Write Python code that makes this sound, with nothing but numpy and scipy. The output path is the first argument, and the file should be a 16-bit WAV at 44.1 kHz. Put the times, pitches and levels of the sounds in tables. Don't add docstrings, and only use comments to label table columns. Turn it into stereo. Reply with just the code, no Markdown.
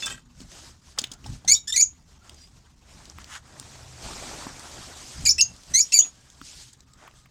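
import sys
import numpy as np
from scipy import signal
from scipy.io import wavfile
from scipy.ndimage import uniform_filter1d

SR = 44100
rng = np.random.default_rng(int(sys.argv[2]) if len(sys.argv) > 2 else 0)


def output_pcm(signal):
    pcm = np.clip(np.atleast_2d(signal).T, -1, 1) * 32767
    wavfile.write(sys.argv[1], SR, np.round(pcm).astype(np.int16))


def nominal_scale(level):
    x = np.asarray(level, float) / 20
    return 10 ** x


N = 321930

# (t/s, length/s, initial f/Hz, target f/Hz, effort/dB)
SHORT_NOTES = [(1.53, 0.031, 7070, 6950, -10), (1.531, 0.026, 5020, 5860, -14),
               (1.548, .042, 3520, 3830, -26.5), (1.723, .02, 3507, 3720, -19.5),
               (1.738, 0.035, 1976, 1993, -25), (1.81, .011, 6810, 6710, -12),
               (1.821, 0.021, 6375, 6930, -8.5), (1.807, 0.015, 4560, 5850, -22),
               (5.291, .018, 5240, 5466, -11), (5.306, .013, 5400, 6000, -10),
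               (5.309, 0.022, 7020, 6800, -22), (5.381, 0.011, 1970, 1960, -28),
               (5.408, .012, 4726, 5170, -9.5), (5.411, 0.026, 6760, 6310, -11.5),
               (5.799, .029, 6830, 6780, -11), (5.807, 0.042, 4980, 5860, -19),
               (5.921, 0.024, 2600, 2730, -20.5), (5.988, 0.029, 6740, 6710, -2.5),
               (5.989, .032, 2953, 2935, -28.5), (6.015, .024, 3000, 3630, -28)]
# (t/s, f/Hz, effort/dB, roughness/1)
SQUEAK_CONTOURS = [
    [(1.4755, 2030, -24.5, .6), (1.482, 2060, -13, .6), (1.492, 2130, -13, .7), (1.503, 2170, -10.5, .05),
     (1.52, 2283, -6, 0.05), (1.532, 2325, -12, 0)],
    [(1.672, 1600, -35, .5), (1.681, 1743, -27.5, .3), (1.695, 1785, -31.5, .15), (1.705, 1800, -26, .3),
     (1.716, 1690, -46, .4)],
    [(1.759, 2365, -19, .5), (1.765, 2412, -15, 0.1), (1.772, 2077, -11.5, .05), (1.782, 2190, -12.5, .05),
     (1.792, 2260, -19, 0), (1.805, 2330, -14.5, .05), (1.817, 2343, -15, 0)],
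    [(5.251, 2088, -27.5, .9), (5.259, 2490, -19.5, .4), (5.267, 2420, -16, .3), (5.276, 2207, -17, .05),
     (5.287, 2337, -16.5, .05), (5.298, 2337, -25, 0)],
    [(5.381, 2658, -31, .2), (5.39, 2642, -19.5, 0), (5.402, 2713, -16, 0), (5.409, 2760, -21.5, .05),
     (5.417, 3070, -33.5, .1)],
    [(5.736, 1930, -29, .4), (5.744, 2038, -17.5, 0.1), (5.756, 2030, -10.5, 0.01),
     (5.768, 2170, -15.5, .05), (5.782, 2203, -16.5, 0.11), (5.792, 2282, -15.5, .05),
     (5.802, 2390, -18, .2)],
    [(5.919, 2054, -28, .6), (5.933, 2220, -19.5, .2), (5.945, 2320, -11, .05), (5.958, 2380, -12.5, 0),
     (5.97, 2310, -13.5, .05), (5.98, 2240, -12.5, .05), (5.988, 2160, -23.5, .05)],
]
# (from t/s, left minus right level/dB)
PERCH_SIDES = [(1.47, 0.5), (1.66, 5.5), (5.24, 12.5), (5.37, 9), (5.72, 4.5), (5.9, 2.5)]
# (f/Hz, level/dB)
THROAT_RESPONSE = [(1700, -15), (2300, -16.5), (2800, -8), (3700, -10), (5000, -6), (6700, 2),
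                   (7600, -11.5), (9000, -14.5), (10100, -26), (11500, -22), (14000, -38)]
# (f/Hz, t60/s)
ECHO_DECAY = [(1500, 0.081), (2500, 0.24), (4500, 0.14), (6800, 0.17), (9000, 0.11), (13000, 0.12)]
# (t/s, peak level/dB, ring f/Hz, left minus right level/dB, t60/s)
TICK_EVENTS = [(0.0585, -15.5, 7000, -3.5, .048), (.4043, -34.5, 4500, 7.5, .015),
               (.4154, -33, 4570, 1.5, .024), (0.5177, -40.5, 2400, 7.5, .009),
               (.9773, -25.5, 1310, 5.5, .049), (0.9871, -11, 5300, 9.5, .028),
               (1.0162, -21.5, 6900, 4.5, .012), (1.04, -13.5, 3750, 7, .021),
               (1.071, -32, 3580, -1.5, .016), (1.1161, -23.5, 5970, 7, .033), (1.1354, -29, 6200, 4, .026),
               (1.2407, -37, 3010, 3.5, .035), (1.262, -31.5, 5820, 5.5, .037),
               (1.4488, -37, 4340, 9, .026), (2.296, -29.5, 4230, 7, .007), (2.344, -41.5, 6900, 6, .02),
               (2.4196, -37.5, 6590, -0.5, .007), (2.4746, -42, 5500, -0.5, .007),
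               (3.056, -35.5, 4980, 0, .007), (3.0991, -27.5, 6000, -1.5, .007),
               (3.1864, -27.5, 1270, 13.5, .005), (3.244, -28.5, 5550, -0.5, .007),
               (3.4775, -43.5, 1040, -10, .02), (3.599, -26, 7700, 20, .006), (3.628, -35.5, 1110, 0, .007),
               (3.7197, -37.5, 1096, -6.5, .004), (4.4689, -25.5, 1210, 1.5, .012),
               (4.596, -24.5, 5750, -2.5, .007), (5.538, -47, 7800, 0, 0.0055),
               (5.5645, -34.5, 6390, 4, .007), (5.609, -40, 7800, 0.5, .006),
               (5.669, -40.5, 7800, -3.5, .006), (5.703, -38, 7800, -3.5, .006),
               (5.915, -38, 7770, 1, .006), (5.6355, -37, 5750, -13.5, .007),
               (6.3024, -35, 6430, 8.5, .006), (6.4156, -27, 1330, 6.5, .007),
               (6.7312, -36, 7140, 6.5, .025), (6.8059, -35, 4050, -1.5, .014),
               (6.9352, -40.5, 7060, 2.5, .019), (7.0766, -40.5, 1220, 20.5, .024),
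               (7.113, -41.5, 3520, 4.5, .007), (7.14, -45.5, 700, 6, .015),
               (7.2579, -45.5, 1272, -12.5, .022)]
PANEL_MODES = {"thin": [(5190, -.1, 0.25)], "stiff": [(2654, 2.5, 0.15), (3500, -3.5, 0.15),
               (4230, -19, 0.09), (6740, -11.5, 0.06)], "loose": [(1330, -7, 0.11), (1586, 0.5, 0.1),
               (1910, -8, 0.11), (2610, 2, 0.04), (3000, -8, 0.061), (3150, 6.5, 0.052), (3580, 2, 0.058),
               (4360, -10, 0.073), (5750, -22, .025), (6780, 5, 0.057), (7650, 4.5, 0.06),
               (8340, -6.5, 0.027), (8314, -4.5, 0.037)]}
# (t/s, panel, 1/e time of shaking/s, level/dB, left minus right level/dB)
MESH_SHAKES = [(.001, "thin", 0.0031, -39, -3), (0.024, "stiff", 0.0099, -32.5, -9.5),
               (.059, "loose", 0.033, -36.5, -0.5), (0.097, "loose", 0.039, -35.5, -1),
               (0.128, "loose", 0.045, -47, 1)]
# (f/Hz, level per Hz/dB)
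CLOTH_SPECTRUM = [(1180, -14), (2000, -10), (2570, -5.5), (5350, -1), (6880, -2), (8190, -4), (10300, -17),
                  (14500, -26), (16000, -40)]
# (f/Hz, level per Hz/dB)
WOOD_SPECTRUM = [(180, -16.5), (300, 1.5), (455, -9), (539, -2.5), (599, 1.5), (959, -1), (2500, -10.5),
                 (3250, -38.5), (5500, -120)]
# (f/Hz, level per Hz/dB)
BODY_SPECTRUM = [(12, -37), (20, -4.5), (60, 5), (92, -4.5), (123, -0.5), (206, -7.5), (252, -7),
                 (400, -27), (520, -54), (880, -120)]
# (f/Hz, level per Hz/dB)
YARD_SPECTRUM = [(180, -30), (300, -2), (511, -5), (900, -2), (2400, -9), (6740, -6.5), (8090, -12.5),
                 (10400, -24), (14700, -26), (16000, -32.5)]
# (f/Hz, likeness/1)
COHERENCE = [(60, 0.99), (130, 1), (290, 0.55), (640, -0.49), (1410, -0.07), (3100, 0.0038), (6820, 0.0018),
             (15000, 0.14)]
# (full from t/s, until t/s, level/dB, left minus right level/dB)
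FINGER_RUBS = [(3.206, 3.217, -52, 17), (3.321, 3.369, -44.5, 20.5), (7.002, 7.078, -57.5, 10.5)]
# (f/Hz, level per Hz/dB)
SKIN_SPECTRUM = [(290, -50.5), (500, -27), (974, -3), (1210, -1.5), (1600, -0.5), (2460, -9.5), (3020, -6),
                 (4470, -11), (7000, -6.5), (16000, -39)]
# (full from t/s, until t/s, level/dB)
HUM_SWELLS = [
    [(.0, .03, -55), (.6, .85, -59.5), (1.33, 1.38, -53.5), (1.65, 2.6, -58.5), (3.08, 3.18, -51),
     (3.7, 3.92, -48), (4.55, 4.9, -64), (5.2, 5.4, -50)],
    [(1.25, 1.4, -52.5), (3.58, 3.93, -51.5), (4.4, 4.9, -59), (5.3, 5.45, -51.5), (6.6, 7.2, -62.5)],
]
# (centre f/Hz, width/Hz)
HUM_BANDS = [(75, 2.7), (125, 8.8)]
HUM_REST = [-66, -78]
# (start t/s, end t/s, f/Hz, width/Hz, peak level of the steady core/dB)
DISTANT_TONES = [(.001, 0.42, 239.5, 9.3, -60.5), (.05, 0.18, 564, 17, -64.5),
                 (1.127, 1.194, 1400, 26, -61), (2.21, 2.295, 1370, 39, -62), (2.23, 2.29, 3130, 67, -58),
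                 (2.355, 2.413, 3140, 30, -50), (2.355, 2.475, 4860, 57, -55.5),
                 (2.37, 2.434, 5700, 40, -61), (6.044, 6.063, 2650, 60, -36),
                 (6.14, 6.437, 1630, 40, -69.5), (6.779, 7.3, 1238, 50, -70.5)]
# (t/s, peak level/dB, f/Hz)
WOOD_KNOCKS = [(0.4048, -36, 265), (0.4162, -35.5, 260), (.98, -35, 830), (1.0177, -33.5, 253),
               (1.1165, -38, 262), (1.262, -34, 834), (1.4481, -37, 760), (3.614, -40, 270),
               (4.061, -36.5, 201), (4.4676, -27.5, 260), (4.595, -43, 260), (6.4153, -33.5, 277)]
# (full from t/s, until t/s, level/dB, weight on the wood/dB, left minus right level/dB)
HAND_MOVES = [(.0, 0.11, -39, -9, -2), (0.392, 0.429, -52.5, -5.5, 1), (0.52, 0.69, -46.5, -5.5, 4),
              (0.871, 0.918, -52.5, -8, 0), (1.003, 1.033, -52.5, 3.5, 4.5), (1.13, 1.122, -59, 10.5, 5),
              (1.264, 1.302, -49.5, -1, 0.5), (1.337, 1.35, -47, -6.5, 1.5), (1.477, 1.534, -53, 4, 3),
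              (1.757, 1.8, -60.5, 4.5, -1), (2.11, 2.124, -58, -4, 2.5), (2.253, 2.33, -56.5, 0.5, 2),
              (2.377, 2.462, -55, -10.5, -0.5), (2.564, 2.57, -57.5, -2.5, 0), (2.69, 2.7, -68, -9, -7),
              (2.895, 3.112, -52.5, -1, -0.5), (3.178, 3.37, -55.5, 0, -2), (3.464, 3.582, -55.5, 2, 2.5),
              (3.588, 4.01, -48.5, -2, 0), (4.042, 4.436, -39, -1, -0.5), (4.442, 4.577, -45, 1, -1),
              (4.606, 4.929, -43, -1.5, 2), (4.974, 5.267, -42, -5.5, 3), (5.315, 5.672, -52.5, -4.5, -1),
              (5.705, 5.72, -44.5, -4, -3), (5.856, 5.923, -46.5, -12.5, -1.5), (6.034, 6.07, -46, -4, 1),
              (6.141, 6.4, -57.5, -7, -1.5), (6.453, 6.627, -44, -26.5, 0.5),
              (6.65, 6.688, -51.5, -27, 1.5), (7.027, 7.067, -68.5, 15.5, 10), (7.167, 7.2, -57, -14, 6.5)]
# (full from t/s, until t/s, level/dB)
BODY_BUMPS = [(0.066, 0.16, -48.5), (0.41, 0.456, -48.5), (1.279, 1.335, -36), (1.472, 1.537, -46),
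              (1.748, 1.8, -56.5), (2.556, 2.584, -55), (2.946, 3.254, -53.5), (4.036, 4.08, -45),
              (4.12, 4.54, -48), (4.777, 4.802, -45), (5.033, 5.065, -52), (5.2, 5.25, -38.5),
              (5.303, 5.393, -53), (5.515, 5.527, -45), (5.711, 5.757, -45.5), (6.398, 6.436, -55),
              (6.558, 6.585, -55.5)]

SPACING = 27
YARD_DB = -61
MOVE_RISE_DB_PER_S, MOVE_FALL_DB_PER_S = 255, 260
BUMP_DB_PER_S = 298.5
GRIP_DB, GRIP_FADES_DB_PER_S = -56, 0.5
RUB_RISE_DB_PER_S, RUB_FALL_DB_PER_S = 308, 700
HUM_DB_PER_S = 64.5
KNOCK_T60_S = .035
FAINT_TICKS, FAINT_DB, FAINT_SPREAD_DB = 50, -57, 3
FAINT_LOW_HZ, FAINT_HIGH_HZ = 3000, 7500
ECHO_ABOVE_HZ = 3200
RISE_S, START_DB, FADE_DB = 0.0085, -2.5, -17
GLIDE = .4
RASP, RASP_S, RASP_REST = .6, 0.0045, .05
SQUEAK_BASE_DB, NOTE_BASE_DB = -1, 4.5
BASE_DB_PER_KHZ = 14


def evened(x):
    return x / np.sqrt(np.mean(abs(x) ** 2) + 1e-20)


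def read(points, hz):
    f, value = np.transpose(points)
    return np.interp(np.log(hz + 1), np.log(f + 1), value)


def lowpass(x, order, hz):
    return signal.sosfilt(signal.butter(order, hz, fs=SR, output="sos"), x)


def bandpass(x, order, band):
    return signal.sosfilt(signal.butter(order, band, "bandpass", fs=SR, output="sos"), x)


def add(mix, s, sound, pan_db):
    late = round(SPACING * np.clip(pan_db / 6, -1, 1))
    pair = sound * np.ones((2, 1))
    for side, sign in enumerate((1, -1)):
        start = round(s * SR) + max(-sign * late, 0)
        part = mix[side, start:][:pair.shape[1]]
        part += nominal_scale(sign * pan_db / 2) * pair[side, :len(part)]


def swells(start, end, level_db, rise, fall):
    s = np.arange(0, N / SR + .01, .002)
    before_db = (start[:, None] - s) * rise
    after_db = (s - end[:, None]) * fall
    short_db = np.maximum(before_db, after_db).clip(0)
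    return s, nominal_scale(level_db[:, None] - short_db) ** 2 + 1e-14


def summed(power, pan_db):
    total = power.sum(0)
    return 10 * np.log10(total), (power * pan_db[:, None]).sum(0) / total


def noise(colour, s, level_db, pan_db, size, patchy_db, flicker_db):
    hop = size // 4
    frames, hz = N // hop + 5, np.fft.rfftfreq(size, 1 / SR)
    a, b, c, d, patches = rng.standard_normal((frames, len(hz), 5)).T
    patches = uniform_filter1d(patches, size // 64 + 1, 0)
    patches = evened(uniform_filter1d(patches, 4096 // size + 1, 1))
    flicker = np.minimum(rng.exponential(1, frames), 3.)
    pan = np.interp(np.arange(frames) * hop / SR, s, pan_db)
    aside = np.clip(pan / 14, -.9, .9)
    late = np.exp(-2j * np.pi * np.outer(hz, np.sign(aside)) * SPACING / SR)
    diffuse = np.clip(read(COHERENCE, hz), -1, 1)[:, None]
    same = (1 - abs(aside)) * diffuse + abs(aside) * late
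    left = a + 1j * b
    right = same * left + np.sqrt(1 - abs(same) ** 2) * (c + 1j * d)
    spectra = np.array([left, right])
    spectra *= nominal_scale(read(colour, hz)[:, None] + patchy_db * patches + flicker_db * flicker)
    t = np.arange(N) / SR
    level = np.interp(t, s, level_db) + np.outer([.5, -.5], np.interp(t, s, pan_db))
    return nominal_scale(level) * evened(signal.istft(spectra, nperseg=size, noverlap=size - hop)[1][:, :N])


def rustle():
    start, end, db, weight_db, pan_db = np.transpose(HAND_MOVES)
    s, power = swells(start, end, db, MOVE_RISE_DB_PER_S, MOVE_FALL_DB_PER_S)
    hiss = noise(CLOTH_SPECTRUM, s, *summed(power, pan_db), size=256, patchy_db=2.0, flicker_db=1.0)
    pressed = power * nominal_scale(weight_db)[:, None] ** 2
    scrape = noise(WOOD_SPECTRUM, s, *summed(pressed, pan_db), size=512, patchy_db=2.5, flicker_db=2.0)
    return hiss + scrape


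def hand_rumble():
    s, bumps = swells(*np.transpose(BODY_BUMPS), BUMP_DB_PER_S, BUMP_DB_PER_S)
    grip = nominal_scale(GRIP_DB - GRIP_FADES_DB_PER_S * s) ** 2
    level_db = 10 * np.log10(bumps.sum(0) + grip)
    return noise(BODY_SPECTRUM, s, level_db, 0 * s, size=4096, patchy_db=0.47, flicker_db=1.3)


def yard():
    s = np.array([0, N / SR])
    return noise(YARD_SPECTRUM, s, YARD_DB + 0 * s, 0 * s, size=1024, patchy_db=3.0, flicker_db=-5.5)


def hums():
    t, out = np.arange(N) / SR, 0
    grains = rng.standard_normal((2, N))
    for (hz, width), rows, rest_db, grain in zip(HUM_BANDS, HUM_SWELLS, HUM_REST, grains):
        s, power = swells(*np.transpose(rows), HUM_DB_PER_S, HUM_DB_PER_S)
        level = np.sqrt(power.sum(0) + nominal_scale(rest_db) ** 2)
        hum = evened(bandpass(grain, 1, [hz - width / 2, hz + width / 2]))
        out = out + np.interp(t, s, level) * hum
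    return out


def tones():
    out = np.zeros((2, N))
    for s, end, hz, width, db in DISTANT_TONES:
        fuzz = evened(bandpass(rng.standard_normal(SR), 1, [hz - width / 2, hz + width / 2]))
        fuzz = fuzz[SR // 4:][:round((end - s) * SR)]
        core = np.sin(2 * np.pi * hz * np.arange(len(fuzz)) / SR)
        tone = 0.88 * fuzz + core
        add(out, s, nominal_scale(db) * tone * signal.windows.tukey(len(fuzz), .3), 1.5)
    return out


def mesh(rattle_hz=80, rattles_after_s=.08):
    out, t = np.zeros((2, N)), np.arange(12000) / SR
    for s, panel, lasts, db, pan_db in MESH_SHAKES:
        knocks = rng.standard_normal(len(t)) ** 2 * rng.choice([-1, 1], len(t))
        knocks *= np.exp(-(t / lasts) ** 2)
        ring = sum(nominal_scale(mode_db - 60 * t / min(t60, .2)) * np.sin(2 * np.pi * hz * t)
                   for hz, mode_db, t60 in PANEL_MODES[panel])
        rattle = evened(lowpass(rng.standard_normal(len(t)), 2, rattle_hz))
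        share = np.clip(lasts / rattles_after_s, 0, .9)
        sound = signal.fftconvolve(knocks, ring)[:len(t)]
        sound = sound * (np.sqrt(1 - share) + np.sqrt(share) * rattle)
        add(out, s, nominal_scale(db) * sound / np.std(sound[:2500]), pan_db)
    return out


def aviary(x, gap=90):
    taps = np.zeros((2, SR // 2))
    slots = np.arange(gap, SR // 2 - 24, 24)
    at = slots + rng.integers(0, 24, (2, len(slots)))
    np.put_along_axis(taps, at, rng.choice([-1., 1.], at.shape), 1)
    hz, t, z = signal.stft(taps, SR, nperseg=128)
    decay = nominal_scale(-60 * t / read(ECHO_DECAY, hz)[:, None])
    tail = signal.istft(z * decay, SR, nperseg=128)[1]
    return signal.fftconvolve(x.mean(0)[None], tail / np.linalg.norm(tail[0]), axes=1)[:, :N]


def faint_ticks():
    when, size, pitch, side = rng.random((FAINT_TICKS, 4)).T
    db = FAINT_DB - FAINT_SPREAD_DB * np.log(1 - .95 * size)
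    hz = FAINT_LOW_HZ + (FAINT_HIGH_HZ - FAINT_LOW_HZ) * pitch
    return np.transpose([when * N / SR, db, hz, 16 * (side - .4), .006 + 0 * when])


def ticks(ring=1.0, air=0.35):
    rows = [*TICK_EVENTS, *faint_ticks()]
    out, t = np.zeros((2, N)), np.arange(3000) / SR
    for (s, db, hz, pan_db, t60), grain in zip(rows, rng.standard_normal((len(rows), 3000))):
        snap = bandpass(grain, 3, [.45 * hz, min(2.45 * hz, 9500)])
        r = np.exp(-np.pi * .12 * hz / SR)
        tuned = signal.lfilter([1], [1, -2 * r * np.cos(2 * np.pi * hz / SR), r * r], grain)
        envelope = (1 - np.exp(-t / (0.079 * t60))) * nominal_scale(-60 * t / max(t60, .003))
        tick = (evened(snap) + ring * evened(tuned) + air * grain) * envelope
        add(out, max(s - .001, 0), nominal_scale(db) * tick / abs(tick).max(), pan_db)
    return out


def knocks():
    out, t = np.zeros((2, N)), np.arange(3000) / SR
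    for s, db, hz in WOOD_KNOCKS:
        add(out, s - .001, np.sin(2 * np.pi * hz * t) * nominal_scale(db - 60 * t / KNOCK_T60_S), .5)
    return out


def note(t, hz, level_db, rough, base_db, wobble=.007, flutter_hz=230, flutter=.2, rasp_hz=640):
    k = np.arange(1, 9)[:, None]
    a, b, c, d = rng.standard_normal((len(t) + 600, 8, 4)).T
    grain = np.array([a + 1j * b, c + 1j * d])
    slow = evened(lowpass(grain, 4, flutter_hz)[..., 600:])
    fast = evened(lowpass(grain, 4, rasp_hz)[..., 600:])
    turns = np.cumsum(hz * (1 + wobble * slow[0, 7].real)) / SR
    weight = nominal_scale(read(THROAT_RESPONSE, k * hz) + base_db * (k == 1)) * (k * hz < 16000)
    weight /= np.sqrt((weight ** 2).sum(0))
    reach = np.clip(k * hz / 4400, .5, 1) ** 2
    fray = np.clip((k * hz - 7500) / 2500, 0, .4)
    rough = np.clip(rough * reach + fray, 0, 1)
    flutter = flutter * reach
    steady = np.sqrt(1 - flutter) + np.sqrt(flutter) * slow
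    fold = np.sqrt(1 - rough) * steady + np.sqrt(rough) * fast
    tone = (weight * fold * np.exp(2j * np.pi * k * turns)).real.sum(1)
    return np.sqrt(2) * nominal_scale(level_db) * tone * signal.windows.tukey(len(t), .1)


def birds():
    out = np.zeros((2, N))
    since, side_db = np.transpose(PERCH_SIDES)
    for s, *controls in map(np.transpose, SQUEAK_CONTOURS):
        t = np.arange(s[0], s[-1], 1 / SR)
        hz, level_db, rough = (np.interp(t, s, c) for c in controls)
        base_db = SQUEAK_BASE_DB + BASE_DB_PER_KHZ * max(controls[0].mean() - 2150, 0) / 1000
        add(out, s[0], note(t, hz, level_db, rough, base_db), side_db[since < s[0]][-1])
    for s, length, from_hz, to_hz, db in SHORT_NOTES:
        t = np.arange(0, length, 1 / SR)
        hz = to_hz + (from_hz - to_hz) * np.exp(-t / (GLIDE * length))
        level_db = db + START_DB * np.clip(1 - t / RISE_S, 0, 1) + FADE_DB * (t / length) ** 3
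        rough = RASP_REST + RASP * np.exp(-t / RASP_S)
        add(out, s, note(t, hz, level_db, rough, NOTE_BASE_DB), side_db[since < s][-1])
    return out


def rubs():
    start, end, db, pan_db = np.transpose(FINGER_RUBS)
    s, power = swells(start, end, db, RUB_RISE_DB_PER_S, RUB_FALL_DB_PER_S)
    return noise(SKIN_SPECTRUM, s, *summed(power, pan_db), size=256, patchy_db=1.0, flicker_db=2.5)


def scene():
    calls, near = birds(), ticks() + knocks() + mesh()
    highpass = signal.butter(2, ECHO_ABOVE_HZ, "highpass", fs=SR, output="sos")
    thrown = signal.sosfilt(highpass, calls)
    echoes = nominal_scale(-8.5) * aviary(thrown) + nominal_scale(-12.5) * aviary(near)
    handling = rustle() + hand_rumble() + rubs()
    return calls + near + echoes + handling + yard() + hums() + tones()


def roll_off(x):
    return signal.sosfilt(signal.butter(12, 16470, fs=SR, output="sos"), x)


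def record(dry):
    mix = 1.41 * np.tanh(dry / 1.404)
    return roll_off(mix)


dry = scene()
out = record(dry)
output_pcm(out)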